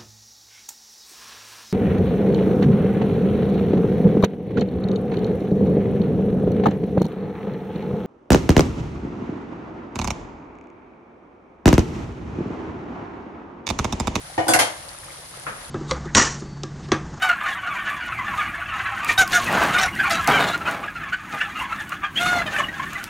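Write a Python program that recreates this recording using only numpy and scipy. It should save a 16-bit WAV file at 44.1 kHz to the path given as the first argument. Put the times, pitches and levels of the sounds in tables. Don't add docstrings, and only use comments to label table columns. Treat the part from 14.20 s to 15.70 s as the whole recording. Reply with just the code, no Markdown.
import sys
import numpy as np
from scipy import signal
from scipy.fft import rfft, irfft, next_fast_len
from scipy.io import wavfile
from scipy.ndimage import uniform_filter1d

SR = 44100
rng = np.random.default_rng(int(sys.argv[2]) if len(sys.argv) > 2 else 0)


def transcribe(signal):
    frames = np.atleast_2d(signal).T
    limited = np.clip(frames, -1, 1)
    pcm = np.round(limited * 32767).astype(np.int16)
    wavfile.write(sys.argv[1], SR, pcm)


def nominal_scale(level):
    x = np.asarray(level, float) / 20
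    return 10 ** x


N = 66150
T = np.arange(N) / SR


def rms_one(x):
    return x / np.sqrt(np.mean(x ** 2) + 1e-20)


def at_hz(points, hz):
    point_hz, point_db = np.transpose(points)
    return np.interp(np.log(hz + 1), np.log(point_hz), point_db)


def coloured(x, spectrum):
    hz = np.fft.rfftfreq(N, 1 / SR)
    audible = hz > .8 * spectrum[0][0]
    return rms_one(irfft(rfft(x) * nominal_scale(at_hz(spectrum, hz)) * audible, N))


def drift(rate_hz):
    pole = np.exp(-80 * np.pi * rate_hz / SR)
    noise = rng.standard_normal(N // 40 + 2002)
    slow = signal.lfilter([1], [1, -2 * pole, pole * pole], noise)[2000:]
    return np.interp(np.arange(N) / 40, np.arange(len(slow)), rms_one(slow))


def patchy(x, patchy_db):
    together = drift(10)
    band_edges = 25 * 2 ** np.arange(0, 9.6, .5)
    spec, hz = rfft(x), np.fft.rfftfreq(N, 1 / SR)
    out = 0
    for low, high in zip(band_edges, band_edges[1:]):
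        band = irfft(spec * (hz >= low) * (hz < high), N)
        out = out + band * nominal_scale(patchy_db * (0.43 * together + drift(45)))
    return rms_one(out)


def grains(per_s, spread_db):
    excess_db = spread_db * np.minimum(rng.exponential(1, (2, N)), 5)
    sizes = nominal_scale(excess_db) * rng.choice([-1, 1], (2, N))
    return sizes * (rng.random((2, N)) < per_s / SR)


def flame_rumble():
    # pitch_hz, level_db (dB per Hz)
    spectrum = [(21, -48), (35, -4.5), (163, -4.5), (220, -16.5), (315, -10), (466, -17.5), (519, -7),
                (2170, -14), (2500, -31.5), (3250, -55), (5500, -120)]
    return patchy(coloured(rng.standard_normal((2, N)), spectrum), patchy_db=1.2)


def fat_fizz():
    # pitch_hz, level_db (dB per Hz)
    spectrum = [(1470, -13), (2500, -5.5), (4840, -5), (8270, -10), (9890, 2), (12200, -14.5), (14600, -20),
                (15400, -32), (16000, -47)]
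    grain_share = .55
    clicks = rms_one(grains(6000 * nominal_scale(2.6 * drift(51)), spread_db=2.6))
    crackle = grain_share * clicks + (1 - grain_share) * rng.standard_normal((2, N))
    return patchy(coloured(crackle, spectrum), patchy_db=.8)


def ring(clicks, hz, t60_s):
    r, w = nominal_scale(-60 / (t60_s * SR)), 2 * np.pi * hz / SR
    return signal.lfilter([0, np.sin(w)], [1, -2 * r * np.cos(w), r * r], clicks + 1e-18)


def small_bubbles():
    born = grains(120, spread_db=4.0)
    dealt = rng.integers(0, 16, N)
    pitches_hz = np.geomspace(450, 2600, 16)
    return rms_one(sum(ring(born * (dealt == k), hz, 14 / hz) for k, hz in enumerate(pitches_hz)))


def simmer():
    # time_s, level_db
    boil = [(0, -0.2), (.08, 1.5), (.16, 0), (.6, 1.8), (.7, 1.4), (.8, 0.3), (.93, 1.7), (1.08, -0.2),
            (1.2, 1.4), (1.5, 1.55)]
    boil_db = np.interp(T, *np.transpose(boil))
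    bed = nominal_scale(-47) * flame_rumble() + nominal_scale(-46) * fat_fizz() + nominal_scale(-57) * small_bubbles()
    return nominal_scale(boil_db) * bed


def pops(rows, cycles, trim_db):
    out = np.zeros(N)
    for start_s, db, hz in rows:
        t = np.maximum(T - start_s, 0)
        swell = 1 - np.exp(-t * hz)
        tone = np.sin(2 * np.pi * hz * t * (1 + 0.0013 * hz * t))
        out += nominal_scale(db + trim_db - 60 * t * hz / cycles) * swell * tone
    return out * [[1], [.6]]


def large_bubbles():
    # start_s, peak_db, pitch_hz
    plops = [
        (0.048, -62, 790),
        (0.099, -28, 733),
        (0.649, -34, 517),
        (0.675, -33, 520),
        (0.748, -28, 1260),
        (0.835, -27, 1800),
        (0.884, -26, 1250),
        (0.905, -22.5, 2120),
        (0.959, -31, 1170),
        (1.14, -26, 1240),
    ]
    return pops(plops, cycles=17, trim_db=-2)


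def fat_spits():
    # start_s, peak_db, pitch_hz
    spits = [(0.167, -42, 3680), (0.6852, -21.5, 9830), (0.6913, -24, 4570), (0.7144, -32, 9800),
             (0.7869, -20.5, 9300), (0.846, -24, 10100), (0.861, -27, 9500), (0.9594, -26, 9500),
             (1.1106, -23, 9350), (1.1992, -20.5, 9200), (1.2296, -23, 10000), (1.3743, -28, 10200),
             (1.4505, -29, 4060)]
    return pops(spits, cycles=20, trim_db=1.5)


def blows(rows, modes, rattle, ring_for, slope, ring_db, rattle_db, rise_s, damped_s):
    start_s, db, fade_s = np.transpose(rows)[:, :, None]
    t = np.maximum(T - start_s, 0)
    loudest_db = max(mode_db for hz, mode_db in modes)
    rings = 0
    for hz, mode_db in modes:
        mode_t60_s = fade_s * ring_for * (hz / 1000) ** -slope
        swell = 1 - np.exp(-t / (rise_s + 1 / hz))
        shape = (nominal_scale(db - 60 * t / mode_t60_s) * swell).sum(axis=0)
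        wobble = nominal_scale(mode_db - loudest_db + 2.2 * drift(60))
        rings = rings + wobble * shape * np.sin(2 * np.pi * (hz * T + rng.random((2, 1))))
    rings = rings * nominal_scale(ring_db - 495 * np.maximum(T - damped_s, 0))

    noise = coloured(grains(9000, spread_db=2.0), rattle)
    body = irfft(rfft(noise) * (np.fft.rfftfreq(N, 1 / SR) < 11900), N)
    sheen = noise - body

    def envelope(fade_share):
        return (nominal_scale(db - 60 * t / (fade_s * fade_share)) * (1 - np.exp(-t / rise_s))).sum(axis=0)

    rattling = envelope(1) * body + envelope(.3) * sheen
    no_boom = signal.butter(2, 112, "high", fs=SR, output="sos")
    return rings + nominal_scale(rattle_db) * signal.sosfilt(no_boom, rattling)


def pot_thuds():
    # start_s, peak_db, rattle_t60_s
    thuds = [
        (.178, -12.5, 0.26),
        (.2, -19.5, 0.062),
        (.268, -22.5, 0.14),
        (.287, -13, 0.34),
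        (.342, -17.5, 0.52),
        (.395, -17, 0.16),
    ]
    # pitch_hz, level_db
    body_modes = [(116, -36), (323, -29), (511, -36), (552, -35), (694, -33), (740, -33), (807, -38),
                  (885, -42), (995, -38)]
    # pitch_hz, level_db
    rim_modes = [(1206, -48), (1480, -45.5), (1857, -33.5), (2180, -44), (2401, -50), (2977, -47.5)]
    # pitch_hz, level_db (dB per Hz)
    rattle = [(47, -47), (80, -20), (231, -31), (320, -27), (720, -3), (1390, -25), (1850, -25),
              (8000, -40.5), (10400, -71), (17600, -120)]
    body = blows(thuds, body_modes, rattle, ring_for=0.64, slope=0.095, ring_db=-4, rattle_db=-8,
                 rise_s=0.0005, damped_s=0.38)
    rim = blows(thuds[:1], rim_modes, rattle, ring_for=1.8, slope=.1, ring_db=-14, rattle_db=-26,
                rise_s=.0015, damped_s=.255)
    return body + rim


def utensil_clinks():
    # start_s, peak_db, rattle_t60_s
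    clinks = [
        (.281, -13, .25),
        (.29, -17, .22),
    ]
    # pitch_hz, level_db
    modes = [(1497, -29), (3435, -34), (4764, -36), (6627, -39), (7472, -43), (7870, -43), (8441, -33),
             (8990, -32), (9367, -42), (9636, -38), (9927, -39), (10368, -37), (10966, -41), (11445, -43)]
    # pitch_hz, level_db (dB per Hz)
    rattle = [(120, -36), (200, -3), (322, -9), (1500, -11), (2510, -21), (3490, -17.5), (3830, -20.5),
              (8740, -17), (16000, -21)]
    return blows(clinks, modes, rattle, ring_for=0.9, slope=0.038, ring_db=-10, rattle_db=-9.5,
                 rise_s=0.00061, damped_s=.335)


def utensil_clacks():
    # start_s, peak_db, rattle_t60_s
    clacks = [
        (.3355, -3, .1),
        (.345, -15, .16),
    ]
    # pitch_hz, level_db
    modes = [(1470, -28), (2153, -26), (2713, -27), (4328, -35), (4818, -39), (5453, -38), (5631, -40),
             (6530, -39), (7860, -40), (9179, -39), (9701, -36), (10244, -34)]
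    # pitch_hz, level_db (dB per Hz)
    rattle = [(47, -53), (80, -12), (718, -12), (2130, -2), (2330, -12.5), (2720, -17), (10300, -12),
              (14600, -17), (16000, -60)]
    return blows(clacks, modes, rattle, ring_for=1.7, slope=0.082, ring_db=-4, rattle_db=-7.5,
                 rise_s=0.00069, damped_s=0.328)


def utensil_drops():
    # start_s, peak_db, rattle_t60_s
    drops = [
        (.3888, -8, .08),
        (.393, -14, .33),
    ]
    # pitch_hz, level_db
    modes = [(1583, -33), (2056, -32), (3176, -37), (4398, -42), (5227, -40), (6029, -44), (6584, -39),
             (8947, -40), (9189, -41), (9615, -42), (9997, -37), (10180, -38), (10379, -42), (10508, -42)]
    # pitch_hz, level_db (dB per Hz)
    rattle = [(47, -32), (80, -36), (702, -10), (1370, -15.5), (2040, -18.5), (4050, -23.5), (10300, -27.5),
              (15000, -24.5), (16000, -74)]
    return blows(drops, modes, rattle, ring_for=0.8, slope=0.046, ring_db=-9, rattle_db=-3.5,
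                 rise_s=0.0018, damped_s=0.7)


def light_knock():
    # start_s, peak_db, rattle_t60_s
    knocks = [
        (1.265, -19, 0.13),
        (1.278, -32.5, 0.74),
    ]
    # pitch_hz, level_db
    modes = [(225, -34), (505, -39.5), (1148, -39), (1287, -57), (1354, -42.5), (1428, -56), (1500, -51),
             (1730, -49)]
    # pitch_hz, level_db (dB per Hz)
    rattle = [(88, -19), (150, -13), (384, -20), (485, -15), (898, -19.5), (1340, -10), (3170, -30),
              (5000, -41), (6500, -60), (11000, -120)]
    return blows(knocks, modes, rattle, ring_for=0.76, slope=.1, ring_db=-6.5, rattle_db=-5.5,
                 rise_s=0.0024, damped_s=1.0)


def kitchen(x):
    t60_s, wall_cut_hz = 0.37, 5500
    size = next_fast_len(N + SR)
    w = 2 * np.pi * np.fft.rfftfreq(size)
    dull = 1 / (1 + 1j * w * SR / (2 * np.pi * wall_cut_hz)) ** 0.19
    out = np.zeros((2, len(w)), complex)
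    for k, lag in enumerate(rng.uniform(.008, .03, 16) * SR):
        loop = nominal_scale(-60 * lag / SR / t60_s) * dull * np.exp(-1j * w * lag)
        out[k % 2] += loop / (1 - loop) * (-1) ** (k // 2)
    return irfft(out * rfft(x, size), size)[:, :N]


def ports(pair):
    # pitch_hz, level_db
    opposed = [(60, -17), (130, -16.5), (290, -6.5), (640, -1.5), (1410, 0), (3100, 1), (6820, 1),
               (15000, -4.5)]
    # pitch_hz, difference_db
    lean = [(60, -1.5), (150, -1.0), (380, -2.5), (950, 3.0), (2380, -0.5), (5980, 3.5), (15000, -2.5)]
    hz = np.fft.rfftfreq(N, 1 / SR)
    shared, own = rfft(pair)
    side = np.array([[.5], [-.5]])
    both = shared + nominal_scale(at_hz(opposed, hz)) * own * 2 * side
    dip_db = -42 * np.exp(-((hz - 12100) / 320) ** 2)
    top_cut = np.sqrt(1 + (hz / 15300) ** 60)
    return irfft(both * nominal_scale(dip_db + side * at_hz(lean, hz)) / top_cut, N)


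def scene():
    hits = pot_thuds() + utensil_clinks() + utensil_clacks() + utensil_drops() + light_knock()
    room = nominal_scale(-21) * kitchen(hits[0])
    return ports(simmer() + large_bubbles() + fat_spits() + hits + room)


def band_limit(x):
    return signal.sosfilt(signal.butter(12, 16390, fs=SR, output="sos"), x)


def record(dry):
    limit_db, limit_share, release_db_per_s, ceiling = -5, .5, 400, 1.1
    peak_db = 20 * np.log10(np.abs(dry).max(axis=0) + 1e-9)
    over_db = np.maximum(peak_db - limit_db, 0)
    released_db = release_db_per_s * T
    held_db = np.maximum.accumulate(over_db + released_db) - released_db
    gain = nominal_scale(-limit_share * uniform_filter1d(held_db, size=65))
    mix = ceiling * np.tanh(dry * gain / ceiling)
    return band_limit(mix)


dry = scene()
out = record(dry)
transcribe(out)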